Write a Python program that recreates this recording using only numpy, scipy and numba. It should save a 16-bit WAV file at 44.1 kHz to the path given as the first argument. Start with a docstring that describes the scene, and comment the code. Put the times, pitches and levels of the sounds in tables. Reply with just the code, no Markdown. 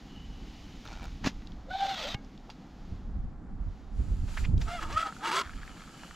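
"""A steel bait pump is worked on a windy tidal flat; wind rumbles and flutters on the microphone throughout.
First the barrel judders out of wet sand in small slips, and comes free with squelches and a plop of damped tones.
The plunger then pushes the core out with gritty hiss, hoots and a squeal (a buzzing tone), and knocks on its stop.
The barrel is stabbed in again amid gusts, and the washer squeals on the up-stroke with breaks where it catches.
Last, air slurps through the slurry in pulses that ring a moving air pocket; bubbles crackle on in the hole."""
import sys
import numpy as np
from scipy import signal
from scipy.fft import rfft, irfft
from scipy.io import wavfile
from scipy.ndimage import uniform_filter1d
from numba import njit

SR = 44100
rng = np.random.default_rng(int(sys.argv[2]) if len(sys.argv) > 2 else 0)


def dump_mix(stems):
    """Bounce the given channels to the path in sys.argv[1] as a 16-bit WAV at rate SR."""
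    frames = np.atleast_2d(stems).T  # one column per channel
    limited = np.clip(frames, -1, 1)  # hard clip at full scale
    pcm = np.round(limited * 32767).astype(np.int16)
    wavfile.write(sys.argv[1], SR, pcm)


N = 271559
T = np.arange(N) / SR  # time of every sample, s

PUSH_START_S, PUSH_END_S = 1.685, 2.16  # the core slides out at one go
# width of the stereo image: (start_s, level_db; 0 is fully open)
STEREO_WIDTH = [(0, -46), (1.8, -33), (2.6, -20.5), (3.3, -2)]
# washer on the up-stroke: (start_s, pitch_hz, level_db before the resonances lift it)
UP_STROKE_SQUEAL = [(4.675, 660, -62), (4.712, 700, -51), (4.755, 702.7, -50), (4.792, 655, -52.5),
                    (4.82, 451, -54), (4.85, 312.4, -57), (4.885, 299.6, -62), (4.905, 358.7, -52.5),
                    (4.924, 569.4, -50), (4.955, 610.6, -51), (4.978, 636.4, -42.5), (4.992, 650, -44.5),
                    (5.029, 655, -44), (5.048, 639, -54.5), (5.11, 630, -67)]


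def undb(db):
    """Turn decibels into gain."""
    return 10 ** (np.asarray(db) / 20)


def unit(x):
    """Scale to rms 1."""
    return x / np.sqrt(np.mean(x ** 2))


def curves(table):
    """Join each column of a table by straight lines in time."""
    s, *columns = np.transpose(table)
    return [np.interp(T, s, c) for c in columns]


def during(table):
    """Give 1 while the table runs, with soft ends, and 0 elsewhere."""
    running = (T > table[0][0]) & (T < table[-1][0])
    return uniform_filter1d(1. * running, size=300)


def noise():
    """Make white noise."""
    return rng.standard_normal(N)


def walk(rate):
    """Wander at random with rms 1, with a new target rate times a second."""
    return unit(np.interp(T * rate, np.arange(8000), rng.standard_normal(8000)))


def colour(x, points):
    """Filter to the given (pitch_hz, level_db) outline, without ringing ahead of time; rms 1."""
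    hz, db = np.transpose(points)
    bins = np.maximum(np.fft.rfftfreq(8192, 1 / SR), 1)
    octaves_below = np.maximum(np.log2(hz[0] / bins), 0)
    octaves_above = np.maximum(np.log2(bins / hz[-1]), 0)
    steep = np.minimum(30 * (octaves_below + octaves_above), 60)  # dB cut outside the outline
    outline_db = np.interp(np.log(bins), np.log(hz), db) - steep
    # folding the cepstrum forward makes the filter respond as early as it can
    cepstrum = irfft(np.log(undb(outline_db)))
    cepstrum[1:4096] *= 2
    cepstrum[4097:] = 0
    impulse = irfft(np.exp(rfft(cepstrum)))
    return unit(signal.fftconvolve(x, impulse)[:N])


def resonate(x, hz, width):
    """Two-pole resonance with gain 1 at its centre."""
    hz = min(hz, .4 * SR)
    b, a = signal.iirpeak(hz, hz / min(width, SR / 4), fs=SR)
    return signal.lfilter(b, a, x)


@njit
def glide(x, hz, width):
    """Band-pass whose centre moves; gain 1 at the centre."""
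    y, band, low = np.empty(len(x)), 0., 0.
    for i in range(len(x)):
        g, k = np.tan(np.pi * hz[i] / SR), width / hz[i]
        v = (band + g * (x[i] - low)) / (1 + g * (g + k))
        band, low, y[i] = 2 * v - band, low + 2 * g * v, k * v
    return y


def grains(rate, spread_db):
    """Random clicks of very unequal size, about rate a second; rms 1."""
    size = undb(spread_db * np.minimum(rng.exponential(size=N), 4))
    happens = rng.random(N) < rate / SR
    return unit(happens * size * rng.choice([-1, 1], N))


def slips(rate, jitter, spread_db):
    """A click at each slip of a sticking contact, at uneven times and sizes; rms 1."""
    uneven_rate = rate * np.exp(jitter * walk(150))
    turns = np.floor(np.cumsum(uneven_rate) / SR)
    return unit(np.diff(turns, prepend=0) * undb(spread_db * walk(200)))


def place(x, s):
    """Put a short sound at time s."""
    out, start = np.zeros(N), int(np.clip(s * SR, 0, N - 1))
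    out[start:start + len(x)] = x[:N - start]
    return out


def ring(s, hz, t60):
    """A damped sine from time s, falling by 60 dB in t60 seconds."""
    age = np.arange(SR // 2) / SR
    return place(np.sin(2 * np.pi * hz * age) * np.exp(-np.log(1000) * age / t60), s)


def smear(x, fall):
    """Give every click a short noisy tail of fall seconds; rms 1."""
    power = signal.lfilter([1], [1, -np.exp(-2 / (fall * SR))], x ** 2)
    return unit(np.sqrt(power) * noise())


def tube(x, hz, reflect, count=5):
    """Air column: sound runs up and down the barrel hz times a second, weaker on each round; rms 1."""
    gain = np.clip(reflect, 0, .8)
    return unit(sum(gain ** k * np.interp(T - k / hz, T, x) for k in range(count)))


def swell(s, rise, fall):
    """Envelope that grows to 1 at time s and dies away."""
    return np.exp(np.maximum(np.minimum((T - s) / rise, (s - T) / fall), -30))


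def stroke(start, end, attack, release):
    """Envelope that eases in after start, holds, and eases out before end."""
    ease_in = 1 - np.exp(-np.maximum(T - start, 0) / attack)
    ease_out = 1 - np.exp(-np.maximum(end - T, 0) / release)
    return ease_in * ease_out


def spread(points, side_db):
    """Coloured noise plus a part at side_db that has opposite sign on left and right."""
    return colour(noise(), points) + undb(side_db) * colour(noise(), points) * np.array([[1], [-1]])


def wind(rumble_db=-1, eddy_db=2, flutter_db=-52, flutter_drift_db=-.3, churn_db=-38, churn_growth=1.33):
    """Eddies at the microphone: lopsided rumble, light flutter, churning that grows with the gust, hard buffets."""
    # strength of the gusts: (start_s, level_db before the eddies)
    gusts = [(0, -49), (.17, -42.5), (.8, -47), (1.1, -40), (1.5, -43), (1.8, -48), (2.7, -53),
             (2.91, -36.5), (3.0, -37.5), (3.2, -31.5), (3.32, -43), (3.55, -42), (3.67, -34),
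             (3.77, -47.5), (3.9, -42), (4.0, -24.5), (4.06, -31.5), (4.12, -28), (4.18, -32), (4.24, -29),
             (4.32, -37.5), (4.54, -22.5), (4.7, -41), (4.95, -36), (5.07, -57), (5.39, -60), (5.47, -41.5),
             (5.74, -47), (5.96, -58), (6.16, -49)]
    # side the gusts come from: (start_s, left_minus_right_db)
    lean = [(3.3, -1), (3.6, -4), (4.5, -3.5), (4.9, -2.5), (6.1, -3.5)]
    # tone of the deep rumble and of the flutter: (pitch_hz, level_db)
    rumble_tone = [(8.8, -29), (15, 0), (42, 3), (86, -7.5), (114, -15), (237, -23), (295, -32),
                   (336, -37.5), (500, -46), (650, -75), (1100, -120)]
    flutter_tone = [(70, -13), (130, -0.5), (200, 2.5), (280, 0), (350, -10), (500, -19.5), (900, -49)]
    churn_tone = [(55, -6.5), (80, 6.5), (120, 3.5), (200, -4.5), (300, -12.5), (500, -27)]

    (gust_db,), (lean_db,), (width_db,) = curves(gusts), curves(lean), curves(STEREO_WIDTH)
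    gust_db = gust_db + eddy_db * walk(22)
    rumble = spread(rumble_tone, side_db=width_db - 9.5) * undb(gust_db + rumble_db)
    churn = spread(churn_tone, side_db=width_db - 1.0)
    churn = churn * undb(churn_db + churn_growth * (gust_db + 25.5))  # churn_db holds at a gust of -25.5 dB
    flutter_level_db = flutter_db + flutter_drift_db * T + 2.2 * walk(35) + 1. * walk(3.7)  # drift: dB per s
    flutter = spread(flutter_tone, side_db=width_db - 24.0) * undb(flutter_level_db)
    sides = undb(np.array([lean_db, -lean_db]) / 2)
    return (rumble + churn + buffets()) * sides + flutter


def buffets(half_length_cycles=0.78, churn_db=-16):
    """Each eddy shoves the diaphragm to and fro once or twice, with finer turbulence riding on it."""
    # hard buffets of wind: (middle_s, level_db, pitch_hz)
    shoves = [(2.925, -28.5, 85), (3.165, -28, 62), (3.63, -38, 60), (4.003, -22.5, 50), (4.12, -26, 48),
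              (4.238, -27, 91), (4.428, -30, 60), (4.493, -22.5, 116), (4.541, -19, 70), (4.576, -22.5, 52),
              (5.468, -35, 60), (5.567, -31, 35)]
    churn, out = colour(noise(), [(110, -1), (260, -3.5), (340, -14.5), (600, -25.5)]), 0
    for (s, db, hz), turn in zip(shoves, rng.random(len(shoves))):
        cycles = (T - s) * hz
        shove = np.sin(2 * np.pi * (cycles + turn)) + undb(churn_db) * churn
        envelope = np.exp(-np.minimum((cycles / half_length_cycles) ** 2, 30))
        out = out + undb(db) * envelope * shove
    return out


def air(wash_db=-58.5):
    """Distant water and breeze: filtered noise, with a hiss that swells, sinks and turns brighter."""
    # level of the soft hiss, then of the bright hiss that comes up late and dips briefly: (start_s, level_db)
    soft_level = [(0, -62.5), (.9, -57.5), (1.6, -67), (2.95, -67), (3.25, -78), (3.5, -83), (3.72, -69.5),
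                  (4.5, -79), (6.16, -78)]
    bright_level = [(1.3, -92), (3.9, -78.5), (3.98, -64), (4.22, -63), (4.4, -49), (4.5, -65), (4.56, -71),
                    (4.61, -55), (5.75, -59), (6.0, -56)]
    # tone of the wash and of both hisses: (pitch_hz, level_db)
    wash_tone = [(200, 3.5), (400, 0), (600, -2.5), (780, 2.5), (950, -4), (1300, -5), (2000, -14.5),
                 (3000, -29), (6000, -37)]
    soft_tone = [(700, -15.5), (1200, -10.5), (1900, 1), (2600, 0), (2950, 0.5), (3300, 1), (5000, -2.5),
                 (5800, -5.5), (6900, -7.5), (8300, -22.5), (12500, -23.5), (15500, -28)]
    bright_tone = [(530, -54), (900, -8), (1060, -17), (1270, -8), (1930, -15), (2200, -12.5),
                   (2510, -11.5), (2990, -13), (3650, -15.5), (4600, -13.5), (5300, -17), (6600, -16.5),
                   (7080, -12), (7500, -16), (8230, -22), (12300, -29), (15000, -44)]

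    (soft_db,), (bright_db,), (width_db,) = curves(soft_level), curves(bright_level), curves(STEREO_WIDTH)
    wash = spread(wash_tone, side_db=width_db - 14.0) * undb(wash_db + 1 * walk(20))
    soft = spread(soft_tone, side_db=-30) * undb(soft_db + .5 * walk(10))
    bright = spread(bright_tone, side_db=-8) * undb(bright_db + .8 * walk(25))
    return wash + soft + bright


def scrape():
    """The plunger rod rubs through its cap with a faint narrow whistle, made of noise in two resonances."""
    # rubbing: (start_s, level_db)
    rubbing = [(0, -77), (.1, -64), (.17, -56.5), (.28, -68), (.45, -68), (.62, -65.5), (.85, -70),
               (1, -100), (5.5, -100), (5.54, -63), (5.64, -82), (5.71, -63), (5.85, -83), (5.95, -63),
               (6.16, -62)]
    (db,) = curves(rubbing)
    whistle = unit(resonate(resonate(noise(), 2990, 110), 2900, 300))
    return whistle * undb(db) * during(rubbing)


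def drag(grit_db=-2.5, jerk_fall_s=0.0014, crack_db=-27):
    """The barrel creeps out of the sand in a train of small slips and a few hard jerks, each ringing the buried tube."""
    # barrel juddering out of the sand: (start_s, slips_per_s, level_db)
    judder = [(.853, 130, -50.5), (.87, 128, -53), (.935, 117, -52), (.965, 93, -54.5), (1.0, 82, -54),
              (1.04, 76, -53), (1.08, 80, -55), (1.13, 67, -68)]
    # hard jerks as the barrel first moves and as the sand lets go: (start_s, peak_db)
    hard_jerks = [(.853, -39), (1.029, -37.5), (1.0412, -35), (1.054, -34)]

    rate, db = curves(judder)
    clicks = slips(rate, jitter=.1, spread_db=1.2)
    grit = undb(grit_db) * smear(clicks, fall=.004)
    out = unit(buried(clicks + grit)) * undb(db) * during(judder)
    age = np.arange(SR // 40) / SR
    for s, peak_db in hard_jerks:
        crack = rng.standard_normal(len(age)) * np.exp(-age / jerk_fall_s)
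        jerk = buried(crack) + undb(crack_db) * crack
        out = out + undb(peak_db) * place(jerk / np.abs(jerk).max(), s)
    return out


def buried(x):
    """The tube rings briefly; the sand around it swallows the treble."""
    # what the buried barrel rings with: (pitch_hz, width_hz, level_db)
    modes = [(824, 360, 5.5), (1360, 180, 3), (2270, 130, 0.5), (3630, 200, -7), (4180, 85, -13),
             (5500, 130, -20)]
    body = sum(undb(db) * resonate(x, hz, width) for hz, width, db in modes)
    return signal.sosfilt(signal.butter(6, 7000, fs=SR, output="sos"), body)


def drops(fall_s=0.0015, bubble_t60=0.036, bubble_share=0.38):
    """Bubbles burst and drops land: a few ms of crackle and one short ring each."""
    # single bubbles and drops: (start_s, level_db, pitch_hz)
    drop_list = [(0.875, -38, 3580), (.931, -39, 4970), (1.421, -46, 2070), (1.472, -38.5, 4050),
                 (1.52, -45.5, 3600), (2.247, -50, 5360), (2.377, -46, 3550), (4.579, -40, 3800),
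                 (5.1245, -31.5, 1337), (5.1651, -38, 1397), (5.464, -40, 1450), (5.475, -36.5, 1510),
                 (5.494, -35, 1400), (5.535, -41, 1643), (5.632, -35, 1660), (5.677, -38, 1650),
                 (5.765, -43.5, 1300), (5.8068, -40, 1350), (5.838, -41, 1300), (6.034, -34, 1350),
                 (6.11, -36.5, 1450)]
    age, out = np.arange(SR // 40) / SR, 0
    for s, db, hz in drop_list:
        burst = rng.standard_normal(len(age)) * np.exp(-age / fall_s)
        tick = resonate(resonate(burst, hz, 0.46 * hz), hz, 1.1 * hz)
        bubble = ring(s, hz, bubble_t60 * 1400 / hz)  # small bubbles die sooner; bubble_t60 holds at 1400 Hz
        out = out + undb(db) * (place(tick / np.abs(tick).max(), s) + bubble_share * bubble)
    return signal.sosfilt(signal.butter(4, 7000, fs=SR, output="sos"), out)


def squelches(rise_oct_per_s=23, range_oct=0.23):
    """Each squelch is a swelling and dying swarm of bursting water films in a closing cavity."""
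    # wet sand tearing or being stabbed: (peak_s, level_db, rise_s, fall_s, cavity_hz, width_hz)
    swarms = [(1.244, -34, 0.0016, 0.0055, 2290, 2500), (1.265, -31, 0.0098, 0.0058, 2900, 5800),
              (1.274, -32, 0.0052, 0.013, 3200, 6500), (2.146, -33.5, 0.0024, 0.0022, 2570, 5170),
              (2.502, -50, .002, .014, 3480, 7000), (4.29, -50.5, .0088, .009, 2000, 4000),
              (4.374, -32.5, 0.0029, 0.0092, 1730, 603), (4.452, -37, 0.0071, .006, 2440, 760),
              (4.616, -37, 0.0023, 0.0083, 3280, 6500), (4.831, -45, 0.0051, .0036, 3500, 7000),
              (4.928, -38, .0034, 0.0064, 3930, 6000)]
    # tone of the bursting films: (pitch_hz, level_db)
    film_tone = [(200, -42), (600, 19), (2200, 9), (4200, 6), (6800, 2.5), (8300, -15), (12500, -12),
                 (15500, -20)]
    films, out = colour(grains(rate=9000, spread_db=1.5), film_tone), 0
    for s, db, rise, fall, hz, width in swarms:
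        # a cavity rings higher as it is squeezed shut
        octaves = np.clip(rise_oct_per_s * (T - s), -range_oct, range_oct)
        cavity = unit(glide(films, hz * 2 ** octaves, float(width)))
        out = out + undb(db) * swell(s, rise, fall) * cavity
    return out


def knocks(stop_s=2.144, ring_db=-40, clack_s=2.501, clack_db=-46):
    """Damped tones: the hole pops as suction breaks, the plunger rings the barrel at its stop, then clacks."""
    # dull pops of the hole, the plunger and wet sand: (start_s, level_db, pitch_hz, t60_s)
    pops = [(1.251, -19.5, 220, 0.015), (1.2607, -24, 268, 0.082), (1.2716, -11.5, 224, 0.014),
            (2.148, -19.5, 127, 0.027), (2.494, -35, 820, 0.011)]
    # steel barrel, then the loose plunger clacking as the pump swings back: (pitch_hz, level_db, t60_s)
    barrel_modes = [(816, 1.5, 0.1), (1215, -8, 0.097), (1630, -12, 0.19), (2190, -5.5, 0.15),
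                    (2770, -15, 0.12), (2850, 5.5, 0.04), (5140, -33, 0.13)]
    clack_modes = [(880, -5, .05), (1810, -5, .03), (2780, 0, .035), (3400, 0, .035), (4820, 0, .03)]
    thumps = sum(undb(db) * ring(s, hz, t60) for s, db, hz, t60 in pops)
    barrel = undb(ring_db) * sum(undb(db) * ring(stop_s, hz, t60) for hz, db, t60 in barrel_modes)
    clack = undb(clack_db) * sum(undb(db) * ring(clack_s, hz, t60) for hz, db, t60 in clack_modes)
    return thumps + clack + barrel


def push(level_db=-39, start_hz=790, fall_hz_per_s=330, whistle_db=-47, squeak_db=-6):
    """The core grinds along the steel; the air column behind it lengthens, and the emptying barrel hoots hollowly."""
    # tone of the grinding grit: (pitch_hz, level_db)
    grit_tone = [(400, -16), (800, -3.5), (1100, -7.5), (1400, -6), (2400, -7), (3100, -5), (3650, -5.5),
                 (4400, -7.5), (5300, -13), (6600, -17), (8500, -31), (10800, -44.5), (12600, -30),
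                 (15000, -45)]
    # lumps of the core leaving the barrel: (peak_s, level_db, pitch_hz, glide_hz_per_s)
    lumps = [(1.69, -46, 540, 2500), (1.855, -44, 585, -1000), (2.0, -43, 640, -1300),
             (2.062, -36, 580, 2600)]
    # the core gathers speed and is braked just before the stop
    hiss = undb(level_db) * stroke(PUSH_START_S, PUSH_END_S, attack=0.18, release=0.03)
    column_hz = start_hz - fall_hz_per_s * np.clip(T - PUSH_START_S, 0, 1)
    column_hz = column_hz * (1 + .03 * walk(45))
    grit = colour(grains(rate=4500, spread_db=2.9), grit_tone)
    grit = tube(grit, column_hz, reflect=.33) * undb(1.6 * walk(90))
    # air leaking past the washer whistles as soon as the core moves
    whistle = unit(resonate(resonate(noise(), 3560, 220), 4020, 700))
    whistle = whistle * np.minimum(hiss, undb(whistle_db))
    return (grit + undb(squeak_db) * squeaks()) * hiss + sum(hoot(*row) for row in lumps) + whistle


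def squeaks(low_hz=2200, high_hz=4500, fall_oct_per_s=1.82, length_s=0.053, count=30):
    """Grains caught between core and steel each give a short falling squeak; rms near 1 during the stroke."""
    age, out = np.arange(int(length_s * SR)) / SR, 0
    starts = np.linspace(PUSH_START_S, PUSH_END_S, count)
    for s, (pitch, size) in zip(starts, rng.random((count, 2))):
        first_hz = low_hz * (high_hz / low_hz) ** np.sqrt(pitch)
        hz = first_hz * 2 ** (-fall_oct_per_s * age)
        squeak = np.hanning(len(age)) * np.sin(2 * np.pi * np.cumsum(hz) / SR)
        out = out + 2 * size * place(squeak, s)
    return out


def hoot(s, db, hz, hz_per_s, breath_db=-5):
    """A lump slides from the mouth and the hollow behind it rings: a gliding tone in a band of rushing air."""
    centre = hz + hz_per_s * np.clip(T - s, -.05, .05)
    phase = 2 * np.pi * np.cumsum(centre * (1 + .03 * walk(200))) / SR
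    tone = np.sqrt(2) * np.sin(phase)
    rush = unit(glide(glide(noise(), centre, 150.), centre, 500.))
    return undb(db) * swell(s, rise=0.017, fall=0.031) * unit(tone + undb(breath_db) * rush)


def squeal(table, lifts, partials, jitter, flutter_db):
    """The wet washer sticks and slips on the barrel wall; partials flare at a resonance; grit makes them waver."""
    hz, db = curves(table)
    phase, out = 2 * np.pi * np.cumsum(hz * (1 + jitter * walk(300))) / SR, 0
    for k, partial_db in enumerate(partials, 1):
        lift_db = sum(lift / (1 + (2 * (k * hz - centre) / width) ** 2) for centre, width, lift in lifts)
        level_db = db + partial_db + lift_db + flutter_db * walk(130)
        out = out + undb(level_db) * np.sin(k * phase)
    return np.sqrt(2) * out * during(table)


def down_squeal():
    """The washer slips on the down-stroke, and narrow barrel resonances lift partials passing through them."""
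    # washer on the down-stroke: (start_s, pitch_hz, level_db before the lifts)
    down_path = [(1.702, 704, -49), (1.715, 740, -48), (1.757, 781.6, -44.5), (1.775, 781, -58.5),
                 (1.828, 796.5, -42), (1.865, 777, -51), (1.915, 785.4, -47.5), (1.948, 754, -50),
                 (1.975, 720, -66)]
    # narrow barrel resonances: (pitch_hz, width_hz, lift_db)
    down_lifts = [(796.3, 55, 18), (1480, 110, 8)]
    # strength of partials 1 to 5: level_db
    down_partials = [-0.5, -4.5, -13, -16, -20]
    return squeal(down_path, down_lifts, down_partials, jitter=.019, flutter_db=2.2)


def up_squeal():
    """The washer slips on the up-stroke under other barrel resonances, and breaks off where it catches."""
    # narrow barrel resonances: (pitch_hz, width_hz, lift_db)
    up_lifts = [(706, 39, 13.4), (1268, 120, 21), (2100, 130, 6), (3320, 220, 5)]
    # strength of partials 1 to 5: level_db
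    up_partials = [-3, -2, -4, -8, -8]
    return stutter() * squeal(UP_STROKE_SQUEAL, up_lifts, up_partials, jitter=.019, flutter_db=2.3)


def stutter(depth=0.89):
    """The squeal drops out for an instant at each catch of the washer."""
    # catches: (middle_s, half_length_s)
    catch_list = [(4.958, 0.0017), (4.9855, 0.0026), (5.0, 0.0022), (5.013, .0016), (5.022, 0.004),
                  (5.038, .0025)]
    dips = [1 - min(depth, 1) * np.exp(-((T - s) / length) ** 2) for s, length in catch_list]
    return np.prod(dips, axis=0)


def draw(pocket_db=-0.5, crackle_db=-6.5, washer_spray_db=1.5, washer_bubble_db=-9,
         spray_db=-33.5, spray_growth=1.9, column_hz=565):
    """Air bursts through the slurry in quick uneven pulses that ring a changing pocket and throw fine spray."""
    # gulps of slurry during the up-stroke: (peak_s, flow_db, pocket_hz)
    gulps = [(4.689, -39.5, 696), (4.829, -35.5, 911), (4.908, -42.5, 929.6), (5.068, -36.5, 804.8)]
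    # the long slurp when air breaks in: (start_s, flow_db, pocket_hz)
    slurp = [(5.16, -65, 745), (5.229, -42, 806), (5.237, -34.5, 880), (5.27, -32.5, 941.5),
             (5.303, -32, 900), (5.308, -36.5, 890), (5.316, -31.5, 910), (5.344, -30.5, 1037),
             (5.392, -28.5, 1108), (5.405, -33, 1113), (5.415, -30.5, 1069), (5.428, -44, 987),
             (5.46, -63, 955)]
    # resonances of the air pocket: (multiple of its pitch, width_hz, level_db)
    pocket_modes = [(.64, 90, -19), (1, 50, -6), (1.22, 70, -6), (1.8, 90, -10)]
    # steady air resonances of the barrel and its mouth: (pitch_hz, width_hz, level_db)
    throat_modes = [(1275, 120, -2), (3300, 250, -17)]
    # tone of the spray: (pitch_hz, level_db)
    spray_tone = [(1200, -4), (1600, 3.5), (2300, 3), (3200, 5), (3900, -1), (4600, 0), (5300, -4.5),
                  (7800, -8.5), (10900, -21.5), (12200, -19), (15000, -43)]

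    slurp_db, _ = curves(slurp)
    _, pocket_hz = curves(gulps + slurp)
    flow = undb(slurp_db) * during(slurp)
    flow = flow + sum(undb(db) * swell(s, rise=0.016, fall=0.024) for s, db, _ in gulps)
    # the squealing washer spits and bubbles too
    washer = undb(curves(UP_STROKE_SQUEAL)[1]) * during(UP_STROKE_SQUEAL)

    bursts = slips(rate=420, jitter=.2, spread_db=1.3)
    puffs = gargle()
    drive = (bursts + 0.47 * noise()) * puffs
    pockets = sum(undb(db) * glide(drive, ratio * pocket_hz, float(width)) for ratio, width, db in pocket_modes)
    pockets = pockets + sum(undb(db) * resonate(drive, hz, width) for hz, width, db in throat_modes)
    pockets = undb(pocket_db) * colour(pockets, [(250, 4.8), (1800, 3.4), (3500, 1.2)])
    pockets = pockets + pocket_tones(pocket_hz)

    crackle = undb(crackle_db) * smear(slips(rate=130, jitter=.5, spread_db=2), fall=.001)
    spray = colour(.5 * bursts + smear(bursts, fall=0.0036) + crackle, spray_tone) * np.sqrt(puffs)
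    spray = tube(spray, column_hz, reflect=0.4)  # the air column with the plunger drawn up

    # spray_db holds at a flow of -30 dB; spray_growth is dB of spray per dB of flow
    relative_flow = flow / undb(-30)
    bubble_level = flow + undb(washer_bubble_db) * washer
    spray_level = undb(spray_db) * relative_flow ** spray_growth + undb(washer_spray_db) * washer
    return pockets * bubble_level + spray * spray_level


def gargle(puff_hz=165.2, deepen_from_s=5.7, deepen_s=.08):
    """The slurry part-shuts and bursts open again: uneven puffs with a sharp start, rms near 1."""
    turns = np.cumsum(puff_hz * np.exp(.25 * walk(120))) / SR
    pulses = uniform_filter1d(np.exp(-(turns % 1) / .4), size=24)
    puffs = unit(pulses * undb(1.5 * walk(150)))
    depth = np.clip((T - deepen_from_s) / deepen_s, .4, .72)  # stays at 0.4 for the whole slurp
    return 1 + depth * (puffs - 1)


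def pocket_tones(pocket_hz):
    """The air pocket sings with a slight rasp when air streams through."""
    # sung tones: (multiple of the pocket's pitch, level_db)
    sung = [(.365, -15), (.99, -9.5)]
    phase = 2 * np.pi * np.cumsum(pocket_hz * (1 + .025 * walk(250))) / SR
    return np.sqrt(2) * sum(undb(db + 2 * walk(90)) * np.sin(ratio * phase) for ratio, db in sung)


def seep(start_s=5.43, db=-55, fade_db_per_s=-5, rush_db=5, rush_s=0.04):
    """Small bubbles burst in the barrel as the slurp ends: a short rush, then a slow fade."""
    # resonances of the filled barrel: (pitch_hz, width_hz, level_db)
    filled_modes = [(1310, 140, 3.5), (1640, 170, -3), (2140, 200, -12.5), (3200, 160, -10),
                    (4400, 330, -18)]
    bubbles = smear(slips(rate=85, jitter=.55, spread_db=2), fall=.0025)
    fizz = sum(undb(mode_db) * resonate(bubbles, hz, width) for hz, width, mode_db in filled_modes)
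    fizz = colour(fizz, [(1100, 0), (5000, 0)])
    age = np.maximum(T - start_s, 0)
    level_db = db + fade_db_per_s * age + rush_db * np.exp(-age / rush_s)
    return fizz * (T > start_s) * undb(level_db)


def ports(x, lag_s=2.4e-5, most_turn_rad=.42, treble_db=6.5):
    """As the stereo image opens, the right port leads slightly; while narrow, it is only brighter at the very top."""
    hz, sides, spectrum = np.fft.rfftfreq(N, 1 / SR), np.array([[-.5], [.5]]), rfft(x)
    turn = np.minimum(2 * np.pi * hz * lag_s, most_turn_rad)
    wide = irfft(spectrum * np.exp(1j * sides * turn), N)
    top = np.clip((hz - 7000) / 3000, 0, 1)  # grows from 7 to 10 kHz
    narrow = irfft(spectrum * undb(sides * treble_db * top), N)
    opening = np.minimum(undb(curves(STEREO_WIDTH)[0]), 1)
    return narrow + opening * (wide - narrow)


def scene():
    """The pump stands straight ahead in the open, without echoes; the wind reaches each side on its own."""
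    pull_and_empty = scrape() + drag() + squelches() + knocks() + push() + down_squeal()
    refill = up_squeal() + draw() + seep()
    return ports(pull_and_empty + refill + drops() + air()) + wind()


def record(dry):
    """A steep low-pass removes the treble above 15.6 kHz."""
    return signal.sosfilt(signal.ellip(8, .2, 70, 15600, fs=SR, output="sos"), dry)


dry = scene()
out = record(dry)
dump_mix(out)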